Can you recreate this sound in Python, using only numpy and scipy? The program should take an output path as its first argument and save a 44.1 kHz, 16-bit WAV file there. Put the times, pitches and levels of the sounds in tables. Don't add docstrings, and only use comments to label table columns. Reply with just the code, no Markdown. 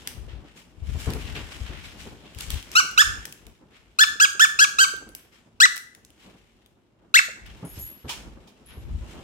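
import sys
import numpy as np
from scipy import signal
from scipy.fft import rfft, irfft, next_fast_len
from scipy.io import wavfile
from scipy.ndimage import uniform_filter1d, minimum_filter1d

SR = 44100
rng = np.random.default_rng(int(sys.argv[2]) if len(sys.argv) > 2 else 0)


def store_pcm(level_fs):
    pcm = np.round(np.clip(level_fs, -1, 1) * 32767).astype(np.int16)
    wavfile.write(sys.argv[1], SR, np.atleast_2d(pcm).T)


N = 407043
TIME = np.arange(N) / SR

# start_s, rise_s, let_go_s (both after start), top_hz (before any register jump),
# level_db, left_right_db, room_send_db
SQUEEZES = [ (2.752, .041, .043, 1525, -11.3, -3.5, 1.5), (2.976, .032, .038, 1790, -8.8, -3.5, 1),
            (3.987, .032, .047, 1765, -10.6, -1, 0), (4.199, .027, .048, 1675, -10, -1, -1),
            (4.395, .028, .050, 1785, -10, -2.5, -.5), (4.589, .035, .052, 1680, -10, -1, -1.5),
            (4.785, .031, .055, 1600, -10.2, 0, 0), (5.601, .042, .051, 2010, -6.7, 1, -5),
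            (7.140, .036, .049, 2400, -7.2, 1, -2.5)]
# time_s, left_right_db
BASS_LEAN = [(0, 12.5), (3.1, 9), (4.5, 1), (8.35, -1), (8.7, 5), (8.95, 7.5), (9.08, -4)]


def from_db(db):
    return 10 ** (np.asarray(db) / 20)


def rms_one(x):
    return x / np.sqrt(np.mean(x ** 2) + 1e-20)


def at_hz(points, hz):
    f, value = np.transpose(points)
    return np.interp(np.log(np.maximum(hz, 1)), np.log(f), value)


def in_time(curve, s=TIME):
    return np.interp(s, *np.transpose(curve))


def pan(db):
    return from_db(np.array([[db], [-db]]) / 2)


def add(out, s, x):
    i = max(0, round(s * SR))
    out[..., i:i + x.shape[-1]] += x[..., :N - i]


def drift(rate_hz, n):
    knots = rng.standard_normal(int(n / SR * rate_hz) + 3)
    return np.interp(np.arange(n) / SR * rate_hz, np.arange(len(knots)), knots)


def colour(x, spectrum):
    size = next_fast_len(x.shape[-1])
    f = np.fft.rfftfreq(size, 1 / SR) + 1
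    skirts = np.minimum(1, f / spectrum[0][0]) ** 3 * np.minimum(1, spectrum[-1][0] / f) ** 3
    shaped = irfft(rfft(x, size) * from_db(at_hz(spectrum, f)) * skirts, size)
    return rms_one(shaped[..., :x.shape[-1]])


def resonate(x, hz, width_hz):
    return signal.lfilter(*signal.iirpeak(hz, hz / width_hz, fs=SR), x)


def stereo_noise(n, alike_below_hz):
    mid, side = rng.standard_normal((2, n))
    low, high = (signal.butter(1, alike_below_hz, kind, fs=SR) for kind in ("low", "high"))
    bass = signal.lfilter(*low, rng.standard_normal(n))
    wide = signal.lfilter(*high, side) * np.array([[1], [-1]])
    return (mid + bass + wide) / np.sqrt(2)


def struck(modes, t):
    return sum(from_db(db + 2 * rng.standard_normal() - 60 * t / t60) * np.sin(2 * np.pi * hz * t)
               for hz, db, t60 in modes)


def squeaker(toy_db=0.7, overtones_side_db=0.5, start_hz=1225, sag_hz_per_s=2800):
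    # top_hz, share
    climb_bow = [(1700, .63), (2400, .47)]
    # time_s, lead_s
    left_lead = [(2.75, .00028), (2.98, .00033), (3.98, .000385), (4.8, .00039), (7.14, .00037)]
    direct, sent = np.zeros((2, 2, N))
    for s, rise, let_go, top, db, side_db, room_db in SQUEEZES:
        halfway = start_hz + at_hz(climb_bow, top) * (top - start_hz)
        pitches = start_hz, halfway, top, top - sag_hz_per_s * (let_go - rise)
        overtones = pan(overtones_side_db - side_db)
        reed = squeak(rise, let_go, pitches, overtones, in_time(left_lead, s))
        sound = from_db(db + toy_db) * pan(side_db) * reed
        add(direct, s, sound)
        add(sent, s, from_db(room_db) * sound)
    return direct, sent


def squeak(rise, let_go, pitches, overtones, lead, slack_hz=1080, slump_s=0.0053, fade_s=0.0057,
           attack_s=0.0016, jitter=0.0028, waver_db=4.0, hiss_db=-21, dulling=0.26, rasp_rad=0.064,
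           pure_db=-9, start_db=-3, jump_hz=2330, jump_ratio=1.125, beam_order=4):
    # pitch_hz, level_db
    radiated = [(1000, -9.5), (1250, -3.5), (1500, -3), (2150, -1), (2480, -10.5), (2750, -7),
                (3100, -15.5), (3550, -7), (4200, -13.5), (7400, -18.5), (8800, -24.5), (9600, -32),
                (14500, -34), (16500, -38.5)]
    # pitch_hz, level_db
    reed_hiss = [(1100, -11), (1500, -4), (2050, -11.5), (2900, -2), (4200, 5.5), (7500, 12), (9500, -10),
                 (15000, -15)]
    t = np.arange(round((let_go + 2 * 0.022) * SR)) / SR
    start, halfway, top, end = pitches
    rising = np.minimum(t / rise, 1)
    climb = np.polyval(np.polyfit([0, .5, 1], [start, halfway, top], 2), rising)
    held = climb + (end - top) * np.clip((t - rise) / max(let_go - rise, 1e-3), 0, 1)
    held = np.where(np.maximum.accumulate(held) > jump_hz, held * jump_ratio, held)

    after = np.maximum(t - let_go, 0)
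    pressure = np.exp(-after / slump_s)
    hz = (slack_hz + (held - slack_hz) * pressure) * (1 + jitter * drift(900, len(t)))
    attack = (1 - np.exp(-t / attack_s)) * from_db(start_db * (1 - rising))
    blow = attack * np.exp(-(after / fade_s / 2) ** 2)

    phase = 2 * np.pi * np.cumsum(hz) / SR + rasp_rad * drift(1600, len(t))
    lagged = phase - 2 * np.pi * hz * np.array([[0], [lead]])
    hiss = colour(rng.standard_normal((2, len(t))), reed_hiss)
    out = from_db(hiss_db) * hiss * (1 + .5 * np.cos(lagged))
    overtones = overtones * from_db(pure_db * np.clip(held / 1900 - 1, 0, .5) * 2)
    for k in np.arange(1, 14):
        spread_db = waver_db * np.sqrt(min(k, beam_order) - 3 / 4)
        beam = spread_db * np.array([drift(130, len(t)), drift(150, len(t))])
        share = 1 if k == 1 else overtones * pressure ** (dulling * (k - 1))
        level = share * from_db(at_hz(radiated, k * hz) + beam) * (k * hz < SR / 2)
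        out += np.sqrt(2) * level * np.sin(k * lagged)
    return out * blow


def intakes(delay_s=0.066, length_s=.035, intake_db=-47):
    # pitch_hz, level_db
    intake_colour = [(1500, -12), (3500, -2), (7000, -2), (11000, -3.5), (16000, -8)]
    out, t = np.zeros((2, N)), np.arange(SR // 4) / SR
    swell = np.exp(-(2 * (t - delay_s) / length_s) ** 2)
    for s, _, let_go, *_ in SQUEEZES:
        hiss = colour(rng.standard_normal((2, len(t))), intake_colour)
        add(out, s + let_go, from_db(intake_db) * swell * hiss)
    return out


def cloth(rub_db=-1, grain_db=2.0, snag_db=-9, snags_per_s=250, scrape_db=-7, wander_db=5, treble_hz=4500):
    # pitch_hz, width_hz
    weave = [(1350, 1400), (2300, 360), (2750, 210), (3150, 300), (3600, 1600), (5200, 570), (7200, 2000)]
    # pitch_hz, level_db
    rub_colour = [(350, -31), (600, -8.5), (1180, -5), (1750, -1.5), (2070, -2), (2870, -1.5), (4520, -7.5),
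                  (7410, -11), (15100, -19), (16000, -32)]
    hiss = stereo_noise(N, 570) * from_db(grain_db * drift(200, N))
    snag_chance = snags_per_s * from_db(5 * drift(20, N)) / SR
    snags = (rng.random(N) < snag_chance) * rng.laplace(0, 1, (2, N))
    friction = rms_one(hiss) + from_db(snag_db) * rms_one(snags)
    scrapes = sum(resonate(friction, hz, width) * from_db(wander_db * drift(16, N)) for hz, width in weave)
    rub = colour(friction + from_db(scrape_db) * rms_one(scrapes), rub_colour)
    highs = signal.sosfiltfilt(signal.butter(2, treble_hz, "high", fs=SR, output="sos"), rub)
    body, treble = rubbing_gains()
    return from_db(rub_db) * (body * (rub - highs) + treble * highs) * pan(1.8)


def rubbing_gains(decay_db_per_s=150.5):
    # time_s, level_db
    contact = [(0, -49.5), (.35, -63), (.76, -66.5), (1.02, -43), (1.8, -50), (2.22, -58), (2.55, -53),
               (3.15, -47.5), (3.65, -69.5), (4.9, -59), (5.55, -72), (6.4, -63), (6.95, -78.5), (7.6, -55),
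               (8.55, -65), (9.23, -54.5)]
    # peak_s, rise_s, level_db, treble_db (relative to the body)
    strokes = [(.085, .015, -45.5, -3), (.295, 0.01, -48.5, -11), (.48, 0.036, -54, -10),
               (.575, 0.016, -51.5, 4.5), (.88, 0.025, -50.5, 2.5), (1.01, 0.03, -43.5, 8.5),
               (1.21, 0.02, -43, -3), (1.28, 0.021, -39.5, -20), (1.36, 0.0082, -31.5, -10),
               (1.525, .02, -40, -3.5), (1.68, 0.036, -41.5, -21), (1.77, 0.089, -42, -26),
               (1.85, 0.018, -41.5, 0), (2.006, 0.02, -42.5, 3), (2.28, .03, -51.5, -17),
               (2.415, 0.035, -39.5, 5), (2.516, .015, -39, 6), (2.57, .02, -43.5, 0), (2.735, .02, -40, 3),
               (3.769, 0.046, -52, -8), (5.2, .03, -53, -3.5), (5.336, 0.016, -52.5, -2),
               (6.25, 0.067, -52, 0), (7.465, 0.0073, -45.5, -8), (7.785, 0.044, -52, 9),
               (8.098, 0.013, -34, 0), (8.719, 0.037, -47, -22), (9.12, 0.087, -51, -0.5)]
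    body = treble = from_db(in_time(contact)) ** 2
    for s, rise, db, treble_db in strokes:
        swell = np.exp(-2 * (np.minimum(TIME - s, 0) / rise) ** 2)
        power = swell * from_db(db - decay_db_per_s * np.clip(TIME - s, 0, 1)) ** 2
        body, treble = body + power, treble + power * from_db(treble_db) ** 2
    return np.sqrt(body), np.sqrt(treble)


def ticks(t60=.012, tick_db=-8, ring_db=-4, width=0.13):
    # start_s, level_db, pitch_hz
    tick_list = [(0.074, -11.5, 2140), (1.1034, -24, 3660), (1.1356, -20, 2430), (1.3568, -35, 2890),
                 (2.348, -33, 2800), (2.387, -23.5, 2360), (2.4078, -16.5, 2980), (2.504, -13, 3150),
                 (2.544, -27, 3110), (2.6267, -29, 3030), (2.7164, -24, 5610), (2.738, -30, 2550),
                 (2.913, -27.5, 1530), (3.254, -17.5, 1796), (3.325, -24, 2480), (3.4672, -32.5, 2330),
                 (4.965, -28, 3480), (5.09, -35, 9100), (5.1502, -21, 12100), (5.76, -25, 10800),
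                 (5.7666, -19, 1990), (5.778, -18.5, 1980), (5.9494, -32, 1975), (6.049, -36, 6800),
                 (6.104, -41, 2920), (6.6609, -42, 3330), (7.4634, -37.5, 2650)]
    # pitch_hz, level_db
    tick_colour = [(290, -53), (500, -27), (2930, -7.5), (4280, -7), (5470, -6.5), (6900, -10),
                   (9630, -7.5), (16000, -12)]
    out, t = np.zeros((2, N)), np.arange(SR // 10) / SR
    for s, db, hz in tick_list:
        crack = colour(rng.standard_normal((2, len(t))), tick_colour)
        ring = rms_one(resonate(crack, hz, width * hz))
        add(out, s, from_db(db + tick_db - 60 * t / t60) * (crack + from_db(ring_db) * ring))
    return out * pan(1.9)


def slaps(attack_s=0.0035):
    # start_s, level_db, t60_s
    landings = [(8.091, -30, 0.17), (8.472, -51.5, 0.13)]
    # pitch_hz, level_db
    slap_colour = [(180, -41), (300, -20), (478, -15), (565, -26.5), (930, -3), (2100, -33), (2440, 1.5),
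                   (2610, -21), (2930, -5), (16000, -26.5)]
    out, t = np.zeros((2, N)), np.arange(SR // 2) / SR
    for s, db, t60 in landings:
        envelope = from_db(db - 60 * t / t60) * (1 - np.exp(-t / attack_s))
        add(out, s, envelope * colour(stereo_noise(len(t), 870), slap_colour))
    return out * pan(-4.0)


def collar(shake_s=0.028, touch_db=-6, others_db=-15, reach_hz=350, count=3, chatter_db=-7,
           chatter_width_hz=350, chatter_t60=0.29):
    # start_s, level_db, favoured_hz
    jingles = [(7.648, -40.5, 10030), (7.69, -46, 11700), (7.788, -36.5, 11580), (7.808, -47, 7100),
               (7.835, -47.5, 11450), (8.659, -51.5, 10940), (8.725, -58, 11200)]
    # pitch_hz, level_db, t60_s
    tags = [(6560, -4, 0.18), (6900, -2.5, 0.13), (9300, -13, 0.2), (10030, -14, 0.14), (10840, 7, 0.1),
            (11420, 2.5, 0.39), (11500, 3, 0.32)]
    out, t = np.zeros((2, N)), np.arange(SR // 2) / SR
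    soft = 1 - np.exp(-t / .003)
    for s, db, main_hz in jingles:
        modes = []
        for hz, level, t60 in tags:
            remoteness = 1 - np.exp(-((hz - main_hz) / reach_hz) ** 2)
            modes.append((hz, level + others_db * remoteness, t60))
        for delay in shake_s * (np.arange(count) * rng.uniform(0.52, 1.0, count)):
            ring = np.array([struck(modes, t), struck(modes, t)])
            add(out, s + delay, from_db(db + touch_db) * soft * ring)
        contacts = (rng.random((2, len(t))) < 500 / SR) * rng.standard_normal((2, len(t)))
        chatter = rms_one(resonate(contacts, main_hz, chatter_width_hz))
        add(out, s, from_db(db + chatter_db - 60 * t / chatter_t60) * soft * chatter)
    return out


def mattress(handling_colour, t60=0.14, attack_s=0.0051, thump_db=-1, second_db=-9, frame_db=-4,
             frame_t60=0.26, puff_db=-2):
    # start_s, level_db, pitch_hz, frame_knock_db
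    thumps = [(0.171, -28, 70, -22), (.324, -28, 61.7, -21), (0.815, -22, 65, -28), (0.879, -29, 79.5, -16),
              (0.945, -20, 82.4, -15), (1.068, -16, 77, -5), (1.148, -26, 79.6, -0.5),
              (1.354, -32.5, 100, 2), (1.605, -20.5, 60.6, -24), (1.688, -27.5, 61.5, -10.5),
              (2.358, -28.5, 74, -16), (2.488, -36, 50, -17), (2.533, -24, 83, -14.5),
              (3.071, -24.5, 46.3, -25), (7.627, -24, 173, -6), (7.768, -27, 73, -10.5),
              (8.043, -28, 74.6, -4.5), (8.768, -27.5, 64, -14), (8.947, -23.5, 47.4, -36)]
    # pitch_hz, level_db, t60_s (shortened further by frame_t60)
    bed = [(134, 9, 0.276), (236.5, 1, 0.23), (282, 0.5, 0.2), (384, -3, 0.2), (427.4, -1, 0.28),
           (481, -25, .2)]
    out, t = np.zeros((2, N)), np.arange(SR // 2) / SR
    swell = 1 - np.exp(-t / attack_s)
    for s, db, hz, knock_db in thumps:
        turn = 2 * np.pi * hz * t
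        two_modes = np.sin(turn) - from_db(second_db) * np.sin(1.6 * turn)
        bounce = from_db(thump_db - 60 * t / t60) * two_modes
        puff = from_db(puff_db) * colour(stereo_noise(len(t), 780), handling_colour)
        knock = from_db(frame_db + knock_db - 60 * t / frame_t60) * (0.66 * struck(bed, t) + puff)
        add(out, s, from_db(db) * swell * (bounce * pan(in_time(BASS_LEAN, s)) + knock))
    return out


def bumps(t60=0.059, attack_s=0.0028, bump_db=-4, width=.4):
    # start_s, level_db, pitch_hz
    touches = [(.275, -33.5, 433), (4.155, -40, 370), (4.347, -33, 404), (4.555, -44, 340),
               (4.933, -29.5, 390), (5.02, -40, 473), (5.09, -39.5, 430), (5.61, -52, 430),
               (5.722, -49, 480), (7.283, -30, 490)]
    out, t = np.zeros((2, N)), np.arange(SR // 5) / SR
    for s, db, hz in touches:
        edges_hz = [hz / (1 + width / 2), hz * (1 + width / 2)]
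        body = signal.butter(2, edges_hz, "band", fs=SR, output="sos")
        hollow = rms_one(signal.sosfilt(body, stereo_noise(len(t), 900)))
        add(out, s, from_db(db + bump_db - 60 * t / t60) * (1 - np.exp(-t / attack_s)) * hollow)
    return out


def movement(handling_colour, mean_rumble_db=-61.5, rumble_follows=0.83, heave_rumble_db=1,
             heave_bedding_db=1, stir_db=1, lump_db=3.5, crumple_db=3):
    # time_s, soft_noise_db
    stir_curve = [(0.0, -52.5), (0.74, -57), (1.16, -49.5), (2.18, -53.5), (2.6, -51.5), (3.96, -62.5),
                  (4.19, -57.5), (5.04, -58), (5.42, -64), (6.48, -64.5), (6.94, -67), (7.56, -53.5),
                  (8.04, -61), (8.17, -58), (8.64, -56.5), (9.23, -53)]
    # middle_s, length_s, rumble_db, bedding_db
    heaves = [(0.266, 0.18, -41, -60), (0.914, 0.15, -35, -57), (1.118, 0.087, -36, -42),
              (1.244, 0.18, -38, -54), (1.407, 0.13, -43.5, -45.5), (1.737, .35, -43.5, -57),
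              (2.072, 0.13, -45.5, -48.5), (2.518, 0.12, -34.5, -53.5), (3.098, .12, -37, -57),
              (3.492, 0.053, -50, -54.5), (5.066, 0.15, -52.5, -56.5), (6.296, 0.15, -61, -55.5),
              (7.488, .12, -46, -56.5), (7.812, 0.13, -42.5, -63), (8.275, 0.23, -44.5, -50),
              (8.941, 0.23, -36.5, -60), (9.143, 0.18, -47, -46)]
    # pitch_hz, level_db
    rumble_colour = [(36, -10), (50, 5.5), (78, 1.5), (100, -4), (155, -14.5), (210, -18), (260, -26.5)]
    stir = in_time(stir_curve)
    rumble_power = from_db(mean_rumble_db + rumble_follows * (stir - stir.mean())) ** 2
    handling_power = from_db(stir + stir_db) ** 2
    for s, length, low_db, bedding_db in heaves:
        swell = np.exp(-(2 * (TIME - s) / length) ** 2)
        rumble_power = rumble_power + swell * from_db(low_db + heave_rumble_db) ** 2
        handling_power = handling_power + swell * from_db(bedding_db + heave_bedding_db) ** 2
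    lumps = stereo_noise(N, 56) * from_db(lump_db * drift(25, N))
    low = colour(lumps, rumble_colour) * from_db(in_time(BASS_LEAN) * np.array([[1], [-1]]) / 2)
    soft = colour(stereo_noise(N, 600) * from_db(crumple_db * drift(40, N)), handling_colour)
    return low * np.sqrt(rumble_power) + soft * np.sqrt(handling_power)


def still_air(air_db=-66.5):
    # pitch_hz, level_db
    air_colour = [(15, -54), (25, -25), (70, -27), (111, -3.5), (145, -27.5), (236, -5.5), (301, -22.5),
                  (344, -9), (575, -24), (695, -26.5), (16000, -58)]
    return from_db(air_db) * colour(stereo_noise(N, 500), air_colour)


def bedroom(x, first_echo_s=0.0017, build_s=0.00088, echo_db=13, treble_db_per_octave=3.0):
    # pitch_hz, t60_s
    room_t60 = [(100, .3), (800, 0.37), (1800, 0.52), (3500, 0.37), (7000, 0.44), (15000, 0.27)]
    t = np.arange(round(SR * .7)) / SR
    impulses = (rng.random((2, len(t))) < 400 / SR) * rng.standard_normal((2, len(t)))
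    echoes = impulses * np.exp(-t / .025)
    spectrum = rfft(stereo_noise(len(t), 1200) + from_db(echo_db) * echoes)
    f, centres = np.fft.rfftfreq(len(t), 1 / SR), np.geomspace(100, 16000, 12)
    tail = 0
    for hz, share in zip(centres, np.eye(len(centres))):
        band = irfft(spectrum * np.interp(f, centres, share), len(t))
        lift_db = treble_db_per_octave * np.log2(np.clip(hz / 2000, 1, 4))
        tail = tail + band * from_db(lift_db - 60 * t / at_hz(room_t60, hz))
    tail = tail * (1 - np.exp(-np.maximum(t - first_echo_s, 0) / build_s))
    return signal.fftconvolve(x, tail / np.sqrt(np.sum(tail ** 2) / 2), axes=1)[:, :N]


def scene():
    # pitch_hz, level_db
    handling_colour = [(120, -3), (170, -1), (320, -3), (550, -9.5), (900, -12.5), (1500, -19)]
    toy, toy_sent = squeaker()
    small = ticks() + cloth() + intakes()
    far = slaps() + collar()
    room = bedroom(from_db(-6.5) * toy_sent + from_db(-7) * small + from_db(-2) * far)
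    bed = mattress(handling_colour) + movement(handling_colour)
    return toy + small + from_db(3) * far + room + bed + bumps() + still_air()


def record(dry, ceiling=0.83, cutoff_hz=16000):
    thinned = signal.sosfilt(signal.butter(1, 25, "high", fs=SR, output="sos"), dry)
    allowed = np.minimum(1, ceiling / (np.abs(thinned).max(axis=0) + 1e-9))
    gain = uniform_filter1d(minimum_filter1d(allowed, size=265), size=221)
    top_cut = signal.ellip(10, .2, 70, cutoff_hz, fs=SR, output="sos")
    return signal.sosfilt(top_cut, thinned * gain)


dry = scene()
out = record(dry)
store_pcm(out)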